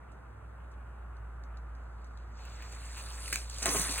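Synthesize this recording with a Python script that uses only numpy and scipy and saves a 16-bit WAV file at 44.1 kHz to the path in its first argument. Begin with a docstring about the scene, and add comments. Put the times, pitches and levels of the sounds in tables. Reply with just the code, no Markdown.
"""A cut limb falls from a tall bare birch. From the start, an engine hums far off over the hush of open
country. A few twigs scrape and tick as the limb tips, while a faint whirr swells and fades. From 1.5 s
its crown sweeps through the neighbouring twigs with a growing swish, and near 3.3 s it cracks against
a branch. At about 3.6 s it crashes to the ground in thuds and a spray of snapping twigs."""
import sys
import numpy as np
from scipy import signal
from scipy.fft import rfft, irfft
from scipy.io import wavfile

SR = 44100
rng = np.random.default_rng(int(sys.argv[2]) if len(sys.argv) > 2 else 0)


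def pcm_store(signal):
    """Save signal as 16-bit PCM."""
    levels = np.round(np.clip(np.atleast_2d(signal), -1, 1) * 32767)
    wavfile.write(sys.argv[1], SR, levels.astype(np.int16).T)


N = 176400
T = np.arange(N) / SR
FFT_SIZE = N + SR   # a spare second for filters to ring out
HZ = np.fft.rfftfreq(FFT_SIZE, 1 / SR)

# The tone of the far hush. Each row: frequency in Hz, relative strength in dB.
HUSH_TONE = [(27, -43), (50, 6.5), (112, 0.5), (210, -6.5), (320, -9), (760, -8), (1400, -7.5), (1900, -17),
             (3000, -38), (5500, -39.5), (9000, -39.5), (15000, -50.5)]
HUSH_DB = -53.5
WHIRR_HZ, WHIRR_WIDTH_HZ, WHIRR_DB, WHIRR_PEAK_S, WHIRR_SWELL_S = 1330, 330, -62.5, 1.53, 0.88

# The engine's speed. Each row: time in seconds, firings per second.
ENGINE_FIRING = [(.7, 60), (1.3, 57.7)]
# The engine's loudness. Each row: time in seconds, level in dB.
ENGINE_LOUDNESS = [(.37, -51), (.45, -48.5), (1.47, -43), (2.15, -45), (4, -41)]
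# The engine's firing note, then its octave, each as a relative level in dB.
ENGINE_HARMONICS = [0.5, -19.5]
HUM_HZ, HUM_DB = 102.1, -63.5

# Twigs scraping softly. Each row: start in seconds, level in dB, pitch in Hz.
TWIG_SCRAPES = [(0.113, -68.5, 6440), (.710, -69, 6400), (.733, -69, 2600), (2.062, -73, 7200)]
SCRAPE_RISE_S, SCRAPE_DECAY_S = 0.0065, 0.01
FIBRES_PER_S, FIBRE_HISS = 5000, 0.75

# Twigs ticking. Each row: start in seconds, level in dB.
TWIG_TICKS = [(1.168, -64), (1.437, -57.5), (1.5715, -54.5), (1.7513, -61.5), (2.0442, -55.5), (2.174, -54)]
# The tone of a tick. Each row: frequency in Hz, relative strength in dB.
TICK_TONE = [(1500, -19), (4400, 5.5), (5600, 3.5), (7300, -0.5), (15500, -24)]
CRACK_RISE_S, TICK_DECAY_S, TICK_TAIL_DB, TICK_TAIL_S = 0.00029, 0.0016, -17.5, .014

# The crown brushing through twigs. Each row: time in seconds, rustle level in dB, clatter level in dB.
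SWEEP_LEVELS = [(1.5, -92, -71), (1.9, -77, -73), (2.34, -73, -69), (2.395, -58.5, -60), (2.62, -56, -56.5),
                (2.93, -52.5, -57), (2.99, -51, -51.5), (3.12, -51, -55.5), (3.31, -47.5, -51.5),
                (3.34, -39.5, -47), (3.4, -48, -55.5), (3.47, -53, -60), (3.61, -46.5, -52.5),
                (3.8, -39, -64)]
# The tones of fine twigs and of thicker sticks. Each row: frequency in Hz, relative strength in dB.
RUSTLE_TONE = [(400, -41), (1500, -7), (2800, -13), (3300, -3.5), (4500, 6), (5600, -2.5), (8400, 5),
               (11000, -2), (15500, -13.5)]
CLATTER_TONE = [(120, -2.5), (350, -1), (1200, 4), (2700, 2.5), (3300, -7), (6000, -20)]
RUSTLE_PER_S, CLATTER_PER_S = 2200, 500
CONTACT_SPREAD_DB, BUNCH_DB, BUNCHES_PER_S = 5.5, 3, 20   # twigs of each size catch in bunches
TOP_ABOVE_HZ, TOP_OPEN_DB, TOP_DB_PER_DB = 7940, -49.5, 1.64   # quieter brushing loses its top treble
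SCRATCHES_PER_S, SCRATCH_DB, SCRATCH_DECAY_S = 80, -7.5, 0.0017

# Branches snapping. Each row: start in seconds, knock level in dB, splinter level in dB,
# fade time in seconds.
BRANCH_SNAPS = [(2.4515, -51, -55, 0.004), (2.623, -46.5, -62, 0.0035), (2.7251, -48, -43, 0.0018),
                (2.972, -46, -50, 0.021), (3.2776, -39.5, -41, .005), (3.3266, -23, -50, .0035),
                (3.33, -37, -24, 0.0013), (3.3406, -34, -31.5, 0.0025), (3.358, -20.5, -25, 0.00091),
                (3.4977, -57, -37, 0.0033), (3.585, -64, -30, 0.0012), (3.626, -52, -32, 0.0045),
                (3.6274, -38, -25.5, 0.0022), (3.6573, -26, -22, 0.0036), (3.6626, -37, -32, 0.011),
                (3.767, -30, -29, 0.004), (3.807, -47, -32, .002), (3.9112, -36.5, -33, 0.0067),
                (3.977, -34, -47, 0.014)]
# The tones of a snap's knock and splinter. Each row: frequency in Hz, relative strength in dB.
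KNOCK_TONE = [(200, -8.5), (850, -17.5), (1600, 1), (2600, 3), (3300, -14.5), (7000, -12.5)]
SPLINTER_TONE = [(1200, -41), (4300, -1.5), (7300, 2.5), (10500, -6.5), (15500, -27)]

# The crown crushed on the ground. Each row: time in seconds, rustle level in dB, clatter level in dB.
CRASH_LEVELS = [(3.59, -125, -125), (3.625, -37, -43.5), (3.65, -41.5, -42), (3.665, -37.5, -37),
                (3.7, -34, -41.5), (3.765, -33.5, -44.5), (3.82, -34.5, -46.5), (3.875, -47.5, -43),
                (3.915, -41.5, -47.5), (4, -49, -45.5)]
# The tone of that spray of twigs. Each row: frequency in Hz, relative strength in dB.
SPRAY_TONE = [(400, -5.5), (3200, -15), (4700, -18), (6000, 2.5), (7200, -4.5), (10000, 0), (12500, -9),
              (15500, -13.5)]
SPRAY_PER_S = 1300

# The limb hitting the ground. Each row: start in seconds, level in dB, pitch in Hz.
GROUND_THUDS = [(3.6567, -29, 672), (3.668, -36.5, 131), (3.681, -29.5, 286), (3.747, -27.5, 415),
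                (3.762, -35, 131), (3.795, -33, 174), (3.894, -37.5, 274)]
# The notes the limb rings with. Each row: pitch in Hz, level in dB compared with the thud.
LIMB_NOTES = [(236, -11), (365, -11.5), (700, -20), (1080, -12), (1250, -12), (1950, -18), (2520, -22)]
THUD_RISE_S, THUD_DECAY_S, CRUNCH_OCTAVES, CRUNCH_DB = .0021, 0.0093, 2.06, -6
LIMB_RING_S = 0.15   # time to fade by 60 dB

# Sound reaches the left ear first. Each row: frequency in Hz, the left's head start in radians.
LEFT_LEAD = [(1700, 0), (5150, np.pi), (8600, 2 * np.pi), (16000, 4 * np.pi)]
# How wide the hush and the tree sound. Each row: frequency in Hz, level in dB of the part that
# differs between the ears compared with the part they share.
HUSH_STEREO = [(60, -19), (550, 0), (1300, -9.5), (2300, 7), (5000, -18)]
TREE_STEREO = [(400, -15), (1500, -15), (3200, -2), (5150, -31), (6400, 5), (8600, -68), (10500, -22),
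               (12500, -58)]
# Low sounds lean to the right. Each row: frequency in Hz, left level minus right level in dB.
BALANCE = [(60, -.7), (320, -4.3), (700, -1), (3000, 0)]
YARD_ECHO_S, YARD_DB, ECHO_DELAY_S, EAR_ECHO_S = 0.21, -10, 0.0031, 0.058
CUTOFF_HZ = 15900


def from_db(db):
    """Turn decibels into a number to multiply by."""
    return 10 ** (np.asarray(db) / 20)


def unit_power(x):
    """Scale a signal so its average power is 1."""
    return x / np.sqrt(np.mean(x ** 2) + 1e-20)


def in_time(rows):
    """Join a table's rows with straight lines, giving each column a value at every sample."""
    times, *columns = np.transpose(rows)
    return [np.interp(T, times, column) for column in columns]


def gain_curve(rows):
    """Turn rows of Hz and dB into a gain for every frequency."""
    hz, db = np.transpose(rows)
    return from_db(np.interp(np.log(HZ + 1), np.log(hz), db))


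def filtered(x, response):
    """Multiply each frequency of a sound by the given response."""
    return irfft(rfft(x, FFT_SIZE) * response, FFT_SIZE)[..., :N]


def colour(x, tone):
    """Give a sound a tone; white noise keeps its power."""
    cepstrum = irfft(np.log(unit_power(gain_curve(tone))), FFT_SIZE)
    cepstrum[1:FFT_SIZE // 2] *= 2   # using only the first half, doubled, stops ringing before a click
    return filtered(x, np.exp(rfft(cepstrum[:FFT_SIZE // 2], FFT_SIZE)))


def band(x, low, high):
    """Gently keep the frequencies between low and high, in Hz."""
    sections = signal.butter(2, [low, min(high, .45 * SR)], "band", fs=SR, output="sos")
    return signal.sosfilt(sections, x + 1e-18)


def noise_band(low, high):
    """Noise between two frequencies, with power 1."""
    return unit_power(band(rng.standard_normal(N), low, high))


def burst(start, rise, decay):
    """The loudness of one blow: a quick rise, then a dying away."""
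    age = np.maximum(T - start, 0)
    fading = np.maximum(age - rise, 0) / decay
    return np.minimum(age / rise, 1) * np.exp(-np.minimum(fading, 40))


def clicks(per_s):
    """Clicks at random moments, each pushing up or down."""
    return (rng.random(N) < per_s / SR) * rng.choice([-1, 1], N)


def hush():
    """The steady noise of far wind and roads, in stereo."""
    shared, apart = colour(rng.standard_normal((2, N)), HUSH_TONE)
    return from_db(HUSH_DB) * two_ears(shared, apart, HUSH_STEREO)


def engine():
    """A far engine's firing note sags a little and grows louder, beside a fainter wavering hum."""
    phase = 2 * np.pi * np.cumsum(in_time(ENGINE_FIRING)[0]) / SR
    note = sum(from_db(db) * np.sin(k * phase) for k, db in enumerate(ENGINE_HARMONICS, 1))
    hum = from_db(HUM_DB) * noise_band(HUM_HZ - 2, HUM_HZ + 2)
    return np.sqrt(2) * from_db(in_time(ENGINE_LOUDNESS)[0]) * note + hum


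def fibres():
    """Wood fibres give way in a dense run of clicks and hiss."""
    return unit_power(unit_power(clicks(FIBRES_PER_S)) + FIBRE_HISS * rng.standard_normal(N))


def scrapes():
    """Twigs scrape softly, each making a short rasp an octave wide."""
    out = 0
    for start, db, hz in TWIG_SCRAPES:
        rasp = unit_power(band(fibres(), hz / np.sqrt(2), hz * np.sqrt(2)))
        out += from_db(db) * burst(start, SCRAPE_RISE_S, SCRAPE_DECAY_S) * rasp
    return out


def whirr():
    """A far whirr swells and fades."""
    noise = noise_band(WHIRR_HZ - WHIRR_WIDTH_HZ / 2, WHIRR_HZ + WHIRR_WIDTH_HZ / 2)
    swell = np.exp(-((T - WHIRR_PEAK_S) / WHIRR_SWELL_S) ** 2)
    return from_db(WHIRR_DB) * swell * noise


def ticks():
    """As the limb tips, twigs give small cracks with a rasping tail."""
    loudness = 0
    for start, db in TWIG_TICKS:
        crack = burst(start, CRACK_RISE_S, TICK_DECAY_S)
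        tail = from_db(TICK_TAIL_DB) * burst(start, CRACK_RISE_S, TICK_TAIL_S)
        loudness += from_db(db) * (crack + tail)
    return colour(loudness * fibres(), TICK_TONE)


def crackle(per_s):
    """Countless tiny twig contacts, each with its own tone, come in bunches and merge into hiss."""
    contacts, out = clicks(per_s), 0
    edges_hz = np.geomspace(150, 18000, num=15)
    for low, high in zip(edges_hz, edges_hz[1:]):
        sizes = from_db(CONTACT_SPREAD_DB * np.clip(rng.standard_normal(N), -2, 2))
        grains = unit_power(contacts * sizes * rng.choice([-1, 1], N))
        steps = np.clip(rng.standard_normal(N), -2, 2)
        bunching = np.interp(T * BUNCHES_PER_S + rng.random(), np.arange(N), steps)
        out += from_db(BUNCH_DB * bunching) * band(grains + rng.standard_normal(N), low, high)
    return unit_power(out)


def scratches():
    """Single twigs rasp briefly past one another, each at its own pitch."""
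    pitches_hz, out = np.geomspace(2400, 9000, num=12), 0
    for hz in pitches_hz:
        rubs = (rng.random(N) < SCRATCHES_PER_S / len(pitches_hz) / SR) * rng.uniform(.5, 1, N)
        fades = signal.lfilter([1], [1, -np.exp(-1 / (SCRATCH_DECAY_S * SR))], rubs + 1e-18)
        out += band(fades * rng.standard_normal(N), hz / 1.12, hz * 1.12)
    return unit_power(out)


def twigs(levels, tone, per_s):
    """Fine twigs rustle and scratch, brighter as they move faster, while thicker sticks clatter."""
    rustle_db, clatter_db = in_time(levels)
    bright = colour(crackle(per_s), tone) + from_db(SCRATCH_DB) * scratches()
    dull = filtered(bright, 1 / (1 + (HZ / TOP_ABOVE_HZ) ** 40))
    top_gain = from_db(TOP_DB_PER_DB * np.minimum(rustle_db - TOP_OPEN_DB, 0))
    rustle = dull + top_gain * (bright - dull)
    clatter = colour(crackle(CLATTER_PER_S), CLATTER_TONE)
    return from_db(rustle_db) * rustle + from_db(clatter_db) * clatter


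def snaps():
    """A branch's fibres tear within milliseconds: a woody knock with a bright splinter on top."""
    knock, splinter = 0, 0
    for start, knock_db, splinter_db, decay in BRANCH_SNAPS:
        shape = burst(start, CRACK_RISE_S, decay)
        knock += from_db(knock_db) * shape
        splinter += from_db(splinter_db) * shape
    return colour(knock * fibres(), KNOCK_TONE) + colour(splinter * fibres(), SPLINTER_TONE)


def landing():
    """The limb lands in pitched knocks with a dull crunch of turf; each blow sets it ringing."""
    thuds, blows, spread = 0, np.zeros(N), 2 ** (CRUNCH_OCTAVES / 2)
    for start, db, hz in GROUND_THUDS:
        knock = np.sin(2 * np.pi * hz * (T - start))
        crunch = from_db(CRUNCH_DB) * noise_band(hz / spread, hz * spread)
        thuds += from_db(db) * burst(start, THUD_RISE_S, THUD_DECAY_S) * (knock + crunch)
        blows[int(start * SR)] = from_db(db)
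    notes = sum(from_db(db) * np.sin(2 * np.pi * hz * T) for hz, db in LIMB_NOTES)
    ring = notes * burst(0, THUD_RISE_S, LIMB_RING_S / np.log(1000))
    return thuds + filtered(blows, rfft(ring, FFT_SIZE))


def echoes(x, fade_s):
    """Many small echoes off trunks, ground and house, dying by 60 dB in fade_s seconds."""
    tail = rng.standard_normal(N) * burst(ECHO_DELAY_S, ECHO_DELAY_S, fade_s / np.log(1000))
    return filtered(x, rfft(tail / np.linalg.norm(tail), FFT_SIZE))


def two_ears(shared, apart, stereo):
    """Make left and right from a shared part and a part that differs; the left ear leads."""
    width = gain_curve(stereo)
    total = np.sqrt(1 + width ** 2)
    shared, apart = filtered(shared, 1 / total), filtered(apart, width / total)
    lead = np.exp(.5j * np.interp(HZ, *np.transpose(LEFT_LEAD)))   # each ear takes half the shift
    return filtered(np.array([shared + apart, shared - apart]), np.array([lead, 1 / lead]))


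def scene():
    """The far background, with the limb falling in its yard in front."""
    background = hush() + engine() + whirr()
    blows = scrapes() + ticks() + snaps() + landing()
    sweep = twigs(SWEEP_LEVELS, RUSTLE_TONE, RUSTLE_PER_S)
    crash = twigs(CRASH_LEVELS, SPRAY_TONE, SPRAY_PER_S)
    tree = blows + from_db(YARD_DB) * echoes(blows, YARD_ECHO_S) + sweep + crash
    mix = background + two_ears(tree, echoes(tree, EAR_ECHO_S), TREE_STEREO)
    left_gain = np.sqrt(gain_curve(BALANCE))
    return filtered(mix, np.array([left_gain, 1 / left_gain]))


def record(dry):
    """Cut off the very highest treble steeply."""
    return signal.sosfilt(signal.ellip(12, .1, 90, CUTOFF_HZ, fs=SR, output="sos"), dry)


dry = scene()
out = record(dry)
pcm_store(out)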